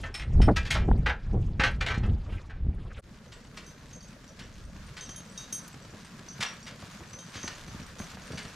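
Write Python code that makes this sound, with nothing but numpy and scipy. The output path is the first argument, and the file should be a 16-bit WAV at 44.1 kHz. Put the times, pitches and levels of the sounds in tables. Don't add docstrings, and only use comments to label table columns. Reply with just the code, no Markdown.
import sys
import numpy as np
from scipy import signal
from scipy.fft import rfft, irfft
from scipy.io import wavfile
from scipy.ndimage import uniform_filter1d

SR = 44100
rng = np.random.default_rng(int(sys.argv[2]) if len(sys.argv) > 2 else 0)


def generate_wav(sig):
    pcm = np.round(np.clip(np.atleast_2d(sig).T, -1, 1) * 32767).astype(np.int16)
    wavfile.write(sys.argv[1], SR, pcm)


N = 377055
T = np.arange(N) / SR
AGE = T[:SR // 2]


def from_db(db):
    return 10 ** (np.asarray(db) / 20)


def rms_one(x):
    return x / np.sqrt(np.mean(x ** 2) + 1e-20)


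def peak_one(x, size=200):
    return x / np.sqrt(uniform_filter1d(x ** 2, size).max() + 1e-20)


def in_time(rows):
    s, db = np.transpose(rows)
    return np.interp(T, s, db)


def at_hz(points, hz):
    f, value = np.transpose(points)
    return np.interp(np.log(hz), np.log(f), value)


def cut(x, hz, kind, order=2):
    return signal.sosfilt(signal.butter(order, hz, kind, fs=SR, output="sos"), x)


def drift(rate):
    knots = rng.standard_normal(2000)
    return rms_one(np.interp(T * rate, np.arange(len(knots)), knots))


def add(track, s, sound):
    i = max(round(s * SR), 0)
    track[i:i + len(sound)] += sound[:max(N - i, 0)]


def ringing(modes, t60):
    hz, db = np.transpose(modes)[:, :, None]
    return from_db(db - 60 * AGE / t60) * np.sin(2 * np.pi * hz * AGE)


def contacts(per_s, spread_db):
    touched = rng.random(len(AGE)) < per_s / SR
    sizes = from_db(spread_db * rng.standard_normal(len(AGE)))
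    return rms_one(touched * rng.choice([-1, 1], len(AGE)) * sizes)


def with_treble(x, treble_db, split_hz=5000):
    body = rms_one(cut(x, split_hz, "low", order=4))
    treble = rms_one(cut(x, split_hz, "high", order=4))
    return peak_one(body + from_db(treble_db) * treble)


def tap(modes, t60, hardness_db, spread_db=3, damped_db=-18, flutter_db=3):
    hz = np.transpose(modes)[0]
    tilt_db = hardness_db * np.log2(hz / hz[0])
    strengths = from_db(spread_db * rng.standard_normal(len(hz)) + tilt_db)
    touched = np.clip((AGE - rng.uniform(.03, .08)) / .015, 0, 1)
    damping = damped_db * np.outer(rng.random(len(hz)), touched)
    flutter = flutter_db * np.cos(2 * np.pi * np.outer(rng.uniform(12, 55, len(hz)), AGE))
    tone = strengths @ (ringing(modes, t60) * from_db(damping + flutter))
    return peak_one(tone) * np.minimum(AGE / .002, 1)


# f/Hz, level/dB (side re mid)
TRAIL_WIDTH = [(60, -66), (240, -13), (950, -9.5), (3770, -2.5), (15000, -7)]


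def banded_noise(spectrum, patchy_db):
    out, edges = 0, 20 * 2 ** (np.arange(21) / 2)
    white = rng.standard_normal((2, 2, N))
    for k, (low, high) in enumerate(zip(edges, edges[1:])):
        hz = np.sqrt(low * high)
        if high > spectrum[0][0] and low < spectrum[-1][0]:
            mid, side = cut(white[k % 2], [low, high], "band")
            gain = from_db(at_hz(spectrum, hz) + patchy_db * drift(60))
            out = out + gain * (mid + from_db(at_hz(TRAIL_WIDTH, hz)) * side * [[1], [-1]])
    return rms_one(out)


# t/s, level/dB (peak), hardness of the
# contact [dB per octave]
CHAIN_BLOWS = [(0.035, -36, -7), (0.141, -35.5, 2.5), (0.194, -38, -2), (0.416, -34.5, -0.5),
               (0.56, -25.5, 0), (0.651, -38.5, 1), (0.705, -23, 3), (0.75, -28, -5), (1.06, -23, -6.5),
               (1.596, -23.5, -5), (1.634, -22, -2.5), (1.807, -27, -2), (1.862, -28.5, -1.5),
               (1.9, -30, -4.5), (1.94, -38, -3), (2.031, -41, -7), (2.321, -49, -6), (2.496, -44.5, -5.5)]
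# f/Hz, level/dB
FRAME_MODES = [(269, -8), (435, -9), (528, -5), (619, -7), (835, -5), (1315, 1), (1540, 2), (1631, 2),
               (1803, -1), (1938, -1), (2384, 2), (3203, -4), (3384, -6), (4197, -8)]
# f/Hz, level/dB
FRAME_WEAK_MODES = [(300, -13.5), (1100, -2), (1900, 7), (3400, 4.5), (6700, -5), (15000, -30.5)]


def clanks(frame_t60=0.21, weak_db=-6, weak_t60=0.135, links_db=-22, tumble_s=0.025, onset_s=.005,
           uneven_db=4, tilt_hz=1200, count=420):
    hz = np.linspace(18, 122, count) ** 2 * rng.uniform(.98, 1.02, count)
    weak = np.column_stack([hz, at_hz(FRAME_WEAK_MODES, hz) + weak_db])
    uneven = from_db(uneven_db * hz / hz.max() * rng.standard_normal(count))
    t60 = weak_t60 * uneven * (hz / 2000) ** -.4
    frame = np.vstack([ringing(FRAME_MODES, frame_t60), ringing(weak, t60[:, None])])
    all_hz = np.append(np.transpose(FRAME_MODES)[0], hz)
    octaves = np.maximum(np.log2(all_hz / tilt_hz), 0)
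    out = np.zeros(N)
    for s, db, hardness_db in CHAIN_BLOWS:
        force = from_db(links_db) * contacts(450, 6) * np.exp(-AGE / tumble_s)
        force[0] += 1
        chance_db = 3 * rng.standard_normal(len(frame))
        strengths = rng.choice([-1, 1], len(frame)) * from_db(hardness_db * octaves + chance_db)
        ring = signal.fftconvolve(force, strengths @ frame)[:len(AGE)]
        onset = np.minimum(AGE / onset_s, 1) ** 2
        add(out, s - onset_s / 2, from_db(db) * peak_one(ring * onset))
    return out


# t/s, level/dB (peak), hardness [dB per octave]
HOOK_BLOWS = [(0.141, -35, -1), (0.418, -37, -5)]
# f/Hz, level/dB
HOOK_MODES = [(1453, -12), (2455, -9), (3047, -8), (3908, -14), (4592, -10), (5320, 0), (5771, -11),
              (8576, -5), (9636, -10), (11360, -20), (12630, -26)]
HOOK_T60 = .28


def hook():
    out = np.zeros(N)
    for s, db, hardness_db in HOOK_BLOWS:
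        add(out, s, from_db(db) * tap(HOOK_MODES, HOOK_T60, hardness_db))
    return out


# t/s, level/dB (reference for tyres, steps and chains)
TEAM_NEARNESS = [(3.06, -58.5), (3.6, -56.5), (4.7, -55), (5.3, -53), (6.2, -53), (7.4, -49.5), (8.55, -50)]


def nearness_db(s):
    return np.interp(s, *np.transpose(TEAM_NEARNESS))


FIRST_FOOTFALLS = [3.142, 3.262]
STEP_S, STEP_JITTER_S, STEP_SPREAD_DB = .324, .008, 2


def footfalls():
    s = np.concatenate([np.arange(first, T[-1] - .05, STEP_S) for first in FIRST_FOOTFALLS])
    late, strong = rng.standard_normal((len(s), 2)).T
    return np.column_stack([s + STEP_JITTER_S * late, nearness_db(s) + STEP_SPREAD_DB * strong])


# t/s, level/dB (thud peak), crunch level/dB (re thud)
HEAVY_HOOVES = [(5.937, -39.5, -8), (6.393, -36, -9), (6.826, -38.5, -6.5), (7.006, -40.5, -4.5),
                (7.437, -33.5, -4), (7.746, -34.5, -33), (7.797, -37, -16), (8.001, -32, -4.5),
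                (8.136, -40.5, -5), (8.172, -43.5, 3.5), (8.304, -35, -26), (8.334, -34, -5.5)]


def hooves(steps, thud_s=0.011, crunch_s=0.0084, knock_db=24, crunch_hz=(350, 1500),
           light_db=7, light_crunch_db=-7):
    heavy_s = np.transpose(HEAVY_HOOVES)[0]
    light = [(s, db + light_db, light_crunch_db) for s, db in steps
             if np.abs(heavy_s - s).min() > STEP_S / 10]
    out = np.zeros(N)
    for s, db, crunch_db in list(HEAVY_HOOVES) + light:
        thud = cut(rng.standard_normal(len(AGE)) * np.exp(-AGE / thud_s), [65, 225], "band")
        crush = contacts(1200, 6) * np.exp(-AGE / crunch_s)
        crush[0] += from_db(knock_db)
        crunch = from_db(crunch_db) * peak_one(cut(crush, crunch_hz, "band"))
        add(out, s, from_db(db) * (peak_one(thud) + crunch))
    return out


# t/s, level/dB (peak), hardness [dB per octave]
RING_TAPS = [(3.663, -48.5, 5), (3.930, -45, 5), (4.026, -50, 4), (5.008, -38, 2), (5.091, -41, 1),
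             (5.160, -38.5, 5), (5.375, -35.5, 1), (5.525, -28.5, 9.5), (7.187, -42, 1), (7.366, -41, -3),
             (7.429, -35.5, -0.5), (7.99, -43, 10)]
# f/Hz, level/dB
RING_MODES = [(2686, -15), (3165, -9), (3752, -10), (4673, -11), (5667, -7), (6108, -4), (6395, 0),
              (8430, -15), (10628, -17), (13370, -31), (14070, -35)]
RING_T60, SWING_S, SWING_LOSS_DB = .28, .067, 18.5


def harness_rings():
    out = np.zeros(N)
    for s, db, hardness_db in RING_TAPS:
        add(out, s, from_db(db) * tap(RING_MODES, RING_T60, hardness_db))
        add(out, s + SWING_S, from_db(db - SWING_LOSS_DB) * tap(RING_MODES, RING_T60, hardness_db))
    return out


# t/s, level/dB (peak), pitch f/Hz
LINK_CLINKS = [(3.335, -54, 7666), (4.005, -50, 4581), (4.277, -51, 6056), (5.06, -48, 5669),
               (5.32, -52, 8750), (6.285, -40, 6108), (6.462, -37, 5669), (6.627, -47, 5669),
               (7.131, -41, 6108), (7.675, -50, 6108), (8.318, -49, 4662), (8.318, -54, 8683)]
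# f/Hz, level/dB
LINK_MODES = [(4603, -8), (5669, -4), (6108, -9), (8600, -15), (12100, -30)]
LINK_T60 = .21
SOFT_CLINK_T60, SOFT_CLINK_HZ = .08, (5600, 8800)


def chain_links(steps, per_step=2):
    out = np.zeros(N)
    for s, db, hz in LINK_CLINKS:
        add(out, s, from_db(db) * tap([(hz, 0)] + LINK_MODES, LINK_T60, 0))
    for s, db in np.repeat(steps, per_step, axis=0):
        hz = rng.uniform(*SOFT_CLINK_HZ)
        chink = tap([(hz, 0)] + LINK_MODES, SOFT_CLINK_T60, 0)
        add(out, s + STEP_S * rng.random(), from_db(db) * chink)
    return out


# t/s, level/dB (peak)
DRY_TICKS = [(5.679, -44.5)]


def ticks(decay_s=0.0051, band_hz=(4000, 13000)):
    out = np.zeros(N)
    for s, db in DRY_TICKS:
        burst = rng.standard_normal(len(AGE)) * np.exp(-AGE / decay_s)
        add(out, s, from_db(db) * peak_one(cut(burst, band_hz, "band")))
    return out


# t/s, level/dB (peak), decay [s]
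CART_BUMPS = [(3.318, -47, 0.014), (3.57, -39.5, 0.011), (4.389, -45, 0.019), (4.965, -41, 0.025),
              (6.403, -31.5, 0.023), (6.424, -28, 0.011), (6.662, -41, 0.021), (7.335, -42.5, 0.043),
              (7.475, -33, 0.0065), (8.016, -48, 0.0065), (8.373, -37, 0.017)]


def clatter(steps, rise_s=0.008, treble_db=-9, shake_db=1, shake_s=0.003,
            body_hz=(1100, 3200), edge_hz=(400, 9500)):
    shakes = [(s, db + shake_db, shake_s) for s, db in steps]
    out = np.zeros(N)
    for s, db, decay_s in list(CART_BUMPS) + shakes:
        force = contacts(4000, 0.99) * (1 - np.exp(-AGE / rise_s)) * np.exp(-AGE / decay_s)
        sound = cut(cut(force, body_hz, "band", order=1), edge_hz, "band", order=3)
        add(out, s, from_db(db) * with_treble(sound, treble_db))
    return out


# f/Hz, level/dB
CART_RUMBLE = [(25, -31), (60, -25), (110, 0), (175, 6), (300, -12), (600, -9), (1200, -47)]


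def rumble(mean_db=-51, follows=0.2):
    near_db = nearness_db(T)
    level_db = mean_db + follows * (near_db - near_db.mean())
    return from_db(level_db) * banded_noise(CART_RUMBLE, patchy_db=4.0)


# f/Hz, level/dB
TYRE_HISS = [(300, -12.5), (1300, 14), (2500, 2.5), (6100, 1), (8600, -10), (12200, -14), (16000, -36)]


def tyres(hiss_db=-2.0, grain_db=-7):
    hiss = banded_noise(TYRE_HISS, patchy_db=1) * from_db(1.4 * drift(18))
    falls = rng.random(N) < 500 * from_db(5 * drift(10)) / SR
    grains = falls * from_db(4.5 * np.minimum(rng.exponential(1, N), 3))
    crackle = rms_one(cut(cut(grains, [900, 5000], "band", order=1), 8400, "low"))
    return from_db(nearness_db(T)) * (from_db(hiss_db) * hiss + from_db(grain_db) * crackle)


# t/s, level/dB (peak)
YARD_THUMPS = [(1.597, -20), (1.977, -22), (2.325, -33), (2.667, -29)]


def thumps(band_hz=(45, 170)):
    out = np.zeros(N)
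    push = peak_one(cut(1.0 * (AGE == 0), band_hz, "band"))
    for s, db in YARD_THUMPS:
        add(out, s, from_db(db) * push)
    return out


# t/s, level/dB
YARD_SHUFFLE = [(0.03, -49), (0.15, -56.5), (2.2, -55), (2.35, -50.5), (2.47, -59), (2.68, -71.5),
                (2.8, -57.5), (2.97, -50.5)]
# f/Hz, level/dB
SNOW_SHUFFLE = [(300, 15), (2500, 2.5), (8000, -9.5), (14000, -50)]


def shuffle():
    noise = banded_noise(SNOW_SHUFFLE, patchy_db=6.0).mean(axis=0)
    return from_db(in_time(YARD_SHUFFLE) + 0.52 * drift(83)) * noise


# t/s, level/dB
WIND_RUMBLE = [(0.0, -35), (0.17, -45), (0.4, -15), (0.68, -34), (0.79, -24), (0.97, -19.5), (1.21, -42),
               (1.37, -23.5), (1.56, -29.5), (1.84, -31), (1.88, -36), (2.1, -22), (2.23, -37), (2.36, -34),
               (2.45, -47), (2.69, -26.5), (2.75, -33.5), (2.87, -37.5), (2.97, -41.5)]
# t/s, level/dB (eddies), half length [s]
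WIND_GUSTS = [(0.369, -39, 0.0033), (0.404, -23, 0.0031), (0.489, -22, 0.01), (0.51, -23, 0.01),
              (0.888, -25.5, 0.005), (0.915, -21.5, 0.0015), (0.91, -40, 0.033), (1.353, -33.5, 0.02),
              (2.04, -46, 0.06), (2.695, -50, 0.027)]


def wind(calm_fall_db=8, full_gust_db=-20, eddy_share=0.55, calm_eddy_db=-24, spit_db=2):
    big = from_db(in_time(WIND_RUMBLE))
    gusts = sum(from_db(db) ** 2 * np.exp(-((T - s) / length) ** 2) for s, db, length in WIND_GUSTS)
    small = np.sqrt((big * from_db(calm_eddy_db)) ** 2 + gusts)
    fall_db = np.clip(full_gust_db - 20 * np.log10(small), 0, calm_fall_db)
    out = big * rms_one(cut(cut(rng.standard_normal(N), [20, 95], "band"), 145, "low"))
    levels = [big ** (1 - eddy_share) * small ** eddy_share,
              small,
              small * from_db(-fall_db),
              small * from_db(-8.0 - 2.6 * fall_db)]
    spit = spit_db * drift(140)
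    for octave, level in enumerate(levels):
        band = cut(rng.standard_normal(N), np.array([105, 215]) * 2 ** octave, "band", order=3)
        even = band / np.sqrt(uniform_filter1d(band ** 2, size=600))
        out += level * even * rms_one(from_db(octave * spit))
    return out


# t/s, level/dB
TRAIL_BREEZE = [(3.06, -53.5), (4.3, -55.5), (4.65, -43), (5.2, -57.5), (7.3, -61), (7.75, -48.5),
                (8.55, -60)]


def breeze(side_db=-17):
    mid, side = rms_one(cut(rng.standard_normal((2, N)), [20, 85], "band"))
    return from_db(in_time(TRAIL_BREEZE)) * (mid + from_db(side_db) * side * [[1], [-1]])


def yard_air(level_db=-65, top_hz=2360):
    return from_db(level_db) * rms_one(cut(rng.standard_normal(N), [200, top_hz], "band"))


def forest(x, t60=0.37, echo_db=-11):
    noise = cut(rng.standard_normal((2, len(AGE))), [400, 3000], "band", order=1)
    mid, side = noise * from_db(-60 * AGE / t60) * (AGE > .015)
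    tails = mid + 0.34 * side * [[1], [-1]]
    echo = signal.fftconvolve(x[None], tails / np.linalg.norm(mid), axes=1)[:, :N]
    return x + from_db(echo_db) * echo


def late_on_the_left(x, lag_samples=0.46):
    delay = np.exp(-1j * np.pi * lag_samples * np.arange(N + 1) / N)
    return np.stack([irfft(rfft(x[0], 2 * N) * delay)[:N], x[1]])


def scene(yard_ends_s=3.012, trail_begins_s=3.04):
    yard = clanks() + hook() + thumps() + shuffle() + wind() + yard_air()
    steps = footfalls()
    team = hooves(steps) + harness_rings() + chain_links(steps) + ticks() + clatter(steps)
    trail = late_on_the_left(forest(team)) + rumble() + tyres() + breeze()
    fade_out = np.clip((yard_ends_s - T) / .02, 0, 1)
    fade_in = np.clip((T - yard_ends_s) / (trail_begins_s - yard_ends_s), 0, 1) ** 2
    return yard * fade_out + trail * fade_in


def record(dry, added_treble_db=-5, treble_hz=12000, cutoff_hz=14400):
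    right = dry[1] + from_db(added_treble_db) * cut(dry[1], treble_hz, "high")
    low_pass = signal.ellip(10, .2, 80, cutoff_hz, fs=SR, output="sos")
    return signal.sosfilt(low_pass, np.stack([dry[0], right]))


dry = scene()
out = record(dry)
generate_wav(out)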